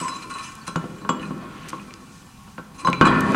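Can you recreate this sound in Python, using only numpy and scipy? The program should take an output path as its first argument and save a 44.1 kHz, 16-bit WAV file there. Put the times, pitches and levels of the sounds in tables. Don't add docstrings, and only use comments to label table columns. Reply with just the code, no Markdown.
import sys
import numpy as np
from scipy import signal
from scipy.fft import rfft, irfft
from scipy.io import wavfile
from scipy.ndimage import uniform_filter1d

SR = 44100
rng = np.random.default_rng(int(sys.argv[2]) if len(sys.argv) > 2 else 0)


def natural_amplitude(level_db):
    exponent = np.asarray(level_db, float) / 20
    return 10 ** exponent


def digitize_waveform(pressure):
    field = np.atleast_2d(pressure).T
    bounded = np.clip(field, -1, 1)
    quanta = np.round(bounded * 32767).astype(np.int16)
    wavfile.write(sys.argv[1], SR, quanta)


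N = 147735
T = np.arange(N) / SR
RUB_GRIT_PER_S, FINE_GRIT_PER_S = 4000, 6100
FLICKER_DB = 2

# start in seconds, disc level in dB, tyre thud against the disc in dB,
# favoured disc pitch in Hz.
KNOCKS = [(0.013, -31.5, 10, 1050), (.679, -19, -5.5, 1300), (.758, -10, -2, 1330), (0.841, -31, 9.5, 1400),
          (1.017, -34.5, 7.5, 1300), (1.049, -22, 0, 1270), (1.092, -6, -4, 1158), (1.307, -25, 5.5, 1090),
          (1.731, -20.5, 0, 1156), (2.477, -34.5, -3.5, 1170), (2.581, -17.5, -6.5, 1430),
          (2.848, -11.5, -11.5, 1034), (2.873, -5.5, -15, 1234), (2.884, -9, 1, 1200), (2.93, -17, 2, 1430),
          (3.0117, 2.5, -12.5, 1340), (3.055, -11, -16, 1160), (3.068, -10, -1, 1100),
          (3.346, -1, -16, 1520)]


def unit(x):
    return x / np.sqrt(np.mean(x ** 2))


def band(x, hz, share):
    edges = np.clip([hz / (1 + share), hz * (1 + share)], 20, 0.45 * SR)
    return signal.sosfilt(signal.butter(2, edges, "band", fs=SR, output="sos"), x)


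def walk(rate):
    hold = int(SR / rate)
    steps = np.repeat(rng.standard_normal(N // hold + 1), hold)
    return unit(uniform_filter1d(steps, hold)[:N])


def grit(per_s):
    spread_db = 2.5
    happens, sign, strength = rng.random((3, N))
    level = natural_amplitude(-spread_db * np.log(strength + 1 / 500))
    return unit((happens < per_s / SR) * np.sign(sign - 0.5) * level)


def ring(modes, hits, rubbing, favour_db, contact_s, low_hz, wander_db, wander_per_s, turn=1):
    bounce_s, bounce_db = 0.002, -17
    start, level, pitch = hits
    at, n = (start * SR).astype(int), np.arange(512)
    chance = rng.standard_normal((len(at), len(modes)))
    out, rough = 0, grit(RUB_GRIT_PER_S)
    for k, (hz, db, t60) in enumerate(modes):
        pole = np.exp(2j * np.pi * hz / SR - np.log(1000) / (max(t60, 0.01) * SR))
        off_pitch_db = np.minimum(favour_db * abs(np.log2(hz / pitch)), 26)
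        blow = np.zeros(N)
        np.add.at(blow, at, -natural_amplitude(level + 3.17 * chance[:, k] - off_pitch_db))
        chatter = natural_amplitude(bounce_db) * rng.standard_normal(512) * np.exp(-n / (bounce_s * SR))
        chatter[0] = 1
        rub = np.roll(rough, k * 4001) * rubbing * np.sqrt(1 - abs(pole) ** 2)
        rub = rub * natural_amplitude(wander_db * walk(wander_per_s))
        blow = signal.oaconvolve(blow, chatter)[:N] / abs(np.sum(chatter * pole.conj() ** n))
        mode = signal.lfilter([1], [1, -pole], rub + blow)
        out = out + natural_amplitude(db) * (turn ** k * mode).imag
    push = np.hanning(int(contact_s * SR) + 3)
    out = np.convolve(out, push / push.sum())[:N]
    return signal.sosfilt(signal.butter(2, low_hz, "high", fs=SR, output="sos"), out)


def wheel():
    force, load, bite = sliding()
    return (disc(force) + tyre(load) + hub(bite) + rasp(bite)
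            + wash(load + force * natural_amplitude(-10.5)) + squeals() + slaps())


def disc(force):
    disc_hz = [640, 800, 962, 1038, 1088, 1150, 1305, 1348, 1415, 1540, 1775, 2005, 2440, 2620]
    # strength in dB, t60 in seconds.
    disc_ring = [(-19, 0.11), (-24, 0.085), (-5, 0.1), (-8.5, 0.081), (3, 0.086), (-6.5, 0.061),
                 (-5, 0.031), (-16, 0.29), (-4, 0.05), (-12.5, 0.12), (-8, 0.041), (-16, 0.043),
                 (-10.5, 0.03), (-24.5, 0.057)]
    start, level, _, pitch = np.array(KNOCKS).T
    rubbing = force * natural_amplitude(-6.5) + strokes(order=2)
    return ring(np.c_[disc_hz, disc_ring], (start, level - 5.5, pitch), rubbing,
                favour_db=28.6, contact_s=0.00013, low_hz=850, wander_db=2.9, wander_per_s=25.15)


def tyre(load):
    # pitch in Hz, strength in dB, t60 in seconds.
    tyre_modes = [(134.3, -11, 0.29), (168.2, 0, 0.15), (198.8, -2.5, 0.14), (253.9, 1, 0.086),
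                  (315, -3, 0.079), (373, -7.5, 0.074), (412, -9.5, 0.08), (492.3, -9, 0.1)]
    start, level, thud, _ = np.array(KNOCKS).T
    hits = (start, level + thud - 7.5, 320 + 0 * start)
    return ring(tyre_modes, hits, load * natural_amplitude(-3.0), favour_db=3.65, contact_s=0.00061, low_hz=45,
                wander_db=3.5, wander_per_s=24.89, turn=1j ** 0.5)


def hub(bite):
    # start in seconds, level in dB, favoured pitch in
    # Hz.
    pings = [(.002, -30, 7860), (.002, -42, 2940), (.003, -40, 5130), (.012, -35, 8450), (.014, -39, 10120),
             (0.033, -35, 6350), (0.04, -33.5, 8450), (0.047, -48, 2380), (0.082, -27.5, 5130),
             (.082, -35, 2660), (.084, -40, 7860), (.152, -40, 6350), (.152, -43, 8450), (.153, -35, 2500),
             (0.161, -39, 7360), (.168, -39, 2500), (.226, -38, 4100), (.303, -44, 6350),
             (0.304, -37, 8600), (0.311, -39.5, 4100), (.311, -53, 2380), (0.34, -31.5, 8600),
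             (0.339, -36, 4100), (0.384, -37.5, 9640), (.385, -35, 2500), (0.386, -36, 4100),
             (0.408, -38, 4100), (.42, -47, 7860), (.445, -45, 7360), (.46, -50, 6650), (.478, -44, 5130),
             (.488, -46, 6650), (0.613, -42, 4480), (.666, -48, 4100), (.667, -50, 5850),
             (0.675, -27, 4100), (.678, -35, 8600),
             (0.759, -36.5, 2940), (.762, -34, 7000), (.984, -47.5, 7410), (0.985, -50.5, 2940),
              (1.015, -41, 4150), (1.093, -30.5, 7350), (1.093, -33, 3320), (1.093, -28.5, 2940),
              (1.197, -44, 4030), (1.196, -37.5, 2940), (1.227, -51, 7300), (1.23, -40, 2500),
              (1.254, -38.5, 4120), (1.631, -47, 2940), (1.798, -39, 2510), (1.908, -48, 2380),
              (2.579, -45.5, 2500), (2.782, -43, 6350), (2.798, -33, 4160), (2.798, -41, 7500),
              (2.849, -27, 3970), (2.848, -38, 6350), (2.86, -35, 5130), (2.848, -37, 8300),
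              (2.871, -29, 2940), (2.871, -19.5, 3860), (2.93, -23, 2380), (3.017, -20.5, 2940),
              (3.015, -43, 7500), (3.02, -44, 5850), (3.053, -18.5, 3920), (3.054, -27, 7360),
              (3.054, -29, 8300), (3.055, -35, 2380), (3.067, -23.5, 2940), (3.069, -17, 3700),
              (3.074, -27, 3320), (3.159, -39, 2380)]
    hub_hz = [2376, 2939, 3318, 3484, 4005, 4478, 5134, 5848, 6345, 7358, 7857, 8450, 9640, 10120]
    # strength in dB, t60 in seconds.
    hub_ring = [(3.5, 0.072), (1, 0.092), (-4.5, 0.17), (-31, 0.11), (-3, 0.13), (-9.5, 0.16),
                (-2.5, 0.095), (-1.5, 0.064), (-0.5, 0.15), (-3, 0.11), (-4.5, 0.16), (0.5, 0.068),
                (0, 0.055), (-3, 0.084)]
    stud_hz = [2500, 2660, 3700, 4100, 6650, 7000, 8600]
    # strength in dB, t60 in seconds.
    stud_ring = [(-2.5, 0.078), (2.5, 0.028), (-15, 0.18), (-1.5, 0.041), (-5.5, 0.072), (-7, 0.069),
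                 (-7.5, 0.053)]
    modes = np.vstack([np.c_[hub_hz, hub_ring], np.c_[stud_hz, stud_ring]])
    hits = np.array(pings).T
    rubbing = strokes(order=3) * natural_amplitude(-8.5) + bite * natural_amplitude(-19.0)
    return ring(modes, hits, rubbing, favour_db=165.0, contact_s=0.00003, low_hz=1900,
                wander_db=FLICKER_DB, wander_per_s=22.2)


def sliding():
    # time in seconds, force on the disc in dB, tyre load in dB, metal on metal bite in dB.
    slide = [(0, -28.5, -47, -33.5), (0.298, -45.5, -44, -42.5), (.62, -41, -54.5, -43),
             (.8, -41.5, -39, -46.5), (.99, -43.5, -43, -46.5), (1.15, -41, -34.5, -56),
             (1.62, -40.5, -43.5, -46.5), (2.0, -48, -50, -47.5), (2.5, -53, -63, -48),
             (2.8, -48, -46.5, -60), (3.009, -36.5, -33, -45), (3.016, -12.5, -19.5, -49),
             (3.35, -23.5, -25.5, -34.5)]
    time, *levels = np.array(slide).T
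    return [natural_amplitude(np.interp(T, time, level)) for level in levels]


def strokes(order):
    # start in seconds, length in seconds, force on the disc in dB, bite on the hub in dB.
    scrapes = [(0, 0.086, -54, -48), (0.079, 0.02, -30, -33), (0.159, 0.02, -54, -43),
               (0.216, 0.049, -41, -45.5), (0.294, 0.08, -37, -42.5), (0.342, 0.067, -35.5, -46),
               (0.375, 0.11, -40.5, -43), (0.421, 0.14, -46, -42), (0.663, 0.062, -42, -37.5),
               (1.202, 0.18, -47, -49), (2.738, 0.094, -61, -51), (2.781, 0.1, -45, -42),
               (3.045, 0.09, -22, -42)]
    out = 0
    for row in scrapes:
        u = np.clip((T - row[0]) / row[1], 0, 9)
        out = out + natural_amplitude(row[order]) * np.minimum(u / 0.1, 1) * np.exp(-u ** 2 * 5.1)
    return out


def rasp(bite):
    pressure = bite * natural_amplitude(-3.0) + strokes(order=3)
    rough = unit(band(grit(FINE_GRIT_PER_S), 4500, 0.85))
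    return natural_amplitude(-10 + FLICKER_DB * walk(45)) * pressure * rough


def wash(load):
    load_db, knock_db, t60, tilt_db = -12.5, -15, 0.095, -3.5
    place, phase = rng.random((2, 90, 1))
    t = T[:SR // 4]
    hz = 330 * 15 ** ((np.arange(90)[:, None] + place) / 90)
    partials = natural_amplitude(tilt_db * np.log2(hz / 1000)) * np.sin(2 * np.pi * (hz * t + phase))
    body = np.sum(partials, axis=0) * np.exp(-np.log(1000) * t / t60)
    force = natural_amplitude(load_db + FLICKER_DB * walk(30)) * load * grit(RUB_GRIT_PER_S)
    force = force / np.sqrt(np.sum(body ** 2))
    start, level = np.array(KNOCKS).T[:2]
    force[(start * SR).astype(int)] += natural_amplitude(level + knock_db) / abs(body).max()
    return signal.fftconvolve(force, body)[:N]


def squeals():
    # start in seconds, length in seconds, level in dB, pitch in Hz.
    slips = [
        (0.022, 0.013, -24.5, 990),
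        (0.04, 0.018, -24, 1045),
        (0.24, 0.035, -36.5, 1030),
        (0.34, .035, -37, 1090),
        (0.45, 0.017, -40.5, 1050),
        (.003, 0.095, -41.5, 7857),
        (0.089, 0.073, -39, 4005),
        (2.926, 0.064, -39.5, 4005),
        (2.82, 0.022, -41, 1040),
        (2.847, 0.02, -16, 1028),
    ]
    out, wobble = 0, 16 * np.cumsum(walk(120)) / SR
    for s, length, db, hz in slips:
        grip = np.clip((T - s) / 0.0057, 0, 1) * np.exp(-np.maximum(T - s - length, 0) / 0.023)
        out = out + natural_amplitude(db) * grip * np.sin(2 * np.pi * (hz * T + wobble))
    return out


def slaps():
    # start in seconds, peak in dB, pitch in Hz.
    flat_hits = [
        (3.0122, -4, 308),
        (3.067, -12, 320),
    ]
    out = 0
    for s, db, hz in flat_hits:
        u = np.maximum(T - s, 0)
        out = out - natural_amplitude(db + 4.5) * np.sin(2 * np.pi * hz * u) * np.exp(-u / 0.003)
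    return out


def ticks():
    # start in seconds, peak in dB, centre in Hz.
    grains = [(.553, -29, 7740), (0.679, -22, 6150), (0.76, -22.5, 4600), (1.091, -21, 4270),
              (1.678, -52, 1990), (1.688, -28, 2020), (1.702, -30, 2080), (1.686, -27, 9000),
              (1.693, -27, 7940), (1.704, -28.5, 5960), (1.939, -25.5, 3600), (2.901, -24, 6350),
              (3.012, -14, 3920), (3.207, -19.5, 8200), (3.283, -35, 7080), (3.32, -28, 6500)]
    decay_s = 0.0012
    out, n = np.zeros(N + 2048), np.arange(2048)
    for s, db, hz in grains:
        crack = band(rng.standard_normal(2048) * np.exp(-n / (decay_s * SR)), hz, 0.6)
        at = int(s * SR)
        out[at:at + 2048] += natural_amplitude(db) * crack / abs(crack).max()
    return out[:N]


def brushes():
    # start in seconds, length in seconds, level in dB, centre in Hz.
    swishes = [
        (1.384, 0.51, -49, 2200),
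        (1.68, 0.026, -38, 6700),
        (2.03, 0.29, -60, 5970),
        (3.22, 0.39, -69, 5770),
    ]
    out = 0
    for s, length, db, hz in swishes:
        swell = np.sin(np.pi * np.clip((T - s) / length, 0, 1))
        grain = unit(band(grit(FINE_GRIT_PER_S), hz, 0.5))
        out = out + natural_amplitude(db + FLICKER_DB * walk(38.9)) * swell * grain
    return out


def echo(x, t60, top_hz):
    t = T[:SR // 2]
    tail = rng.standard_normal(len(t)) * np.exp(-np.log(1000) * t / t60) * np.clip(t / 0.019, 0, 1)
    tail = signal.lfilter(*signal.butter(1, top_hz, fs=SR), tail)
    return signal.fftconvolve(x, tail / np.sqrt(np.sum(tail ** 2)))[:N]


def garage():
    # frequency in Hz, level in dB per Hz.
    floor_colour = [(15, -44), (25, 0), (221, 8.5), (537, -39), (760, -5.5), (1080, -13.5), (1660, -17),
                    (9050, -22), (15500, -29.5)]
    hz = np.maximum(np.fft.rfftfreq(N, 1 / SR), 1)
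    at_hz, db = np.array(floor_colour).T
    colour = natural_amplitude(np.interp(np.log(hz), np.log(at_hz), db))
    noise = irfft(rfft(rng.standard_normal(N)) * colour, N)
    return natural_amplitude(-48 + 0.5 * walk(2.26)) * unit(noise)


def scene():
    near = signal.lfilter(*signal.butter(2, 11500, fs=SR), wheel() + ticks() + brushes())
    mid = near + natural_amplitude(-14) * echo(near, t60=0.48, top_hz=5260) + garage()
    tinted = mid - 0.31 * band(mid, 152, 1.0) + 0.35 * band(mid, 12400, 0.18)
    side = natural_amplitude(-20) * echo(tinted, t60=0.0067, top_hz=20700)
    return np.array([mid + side, mid - side])


def band_limit(x):
    return signal.sosfilt(signal.butter(12, 15810, fs=SR, output="sos"), x)


def record(dry):
    limit = 1.15
    return band_limit(limit * np.tanh(dry / limit))


dry = scene()
out = record(dry)
digitize_waveform(out)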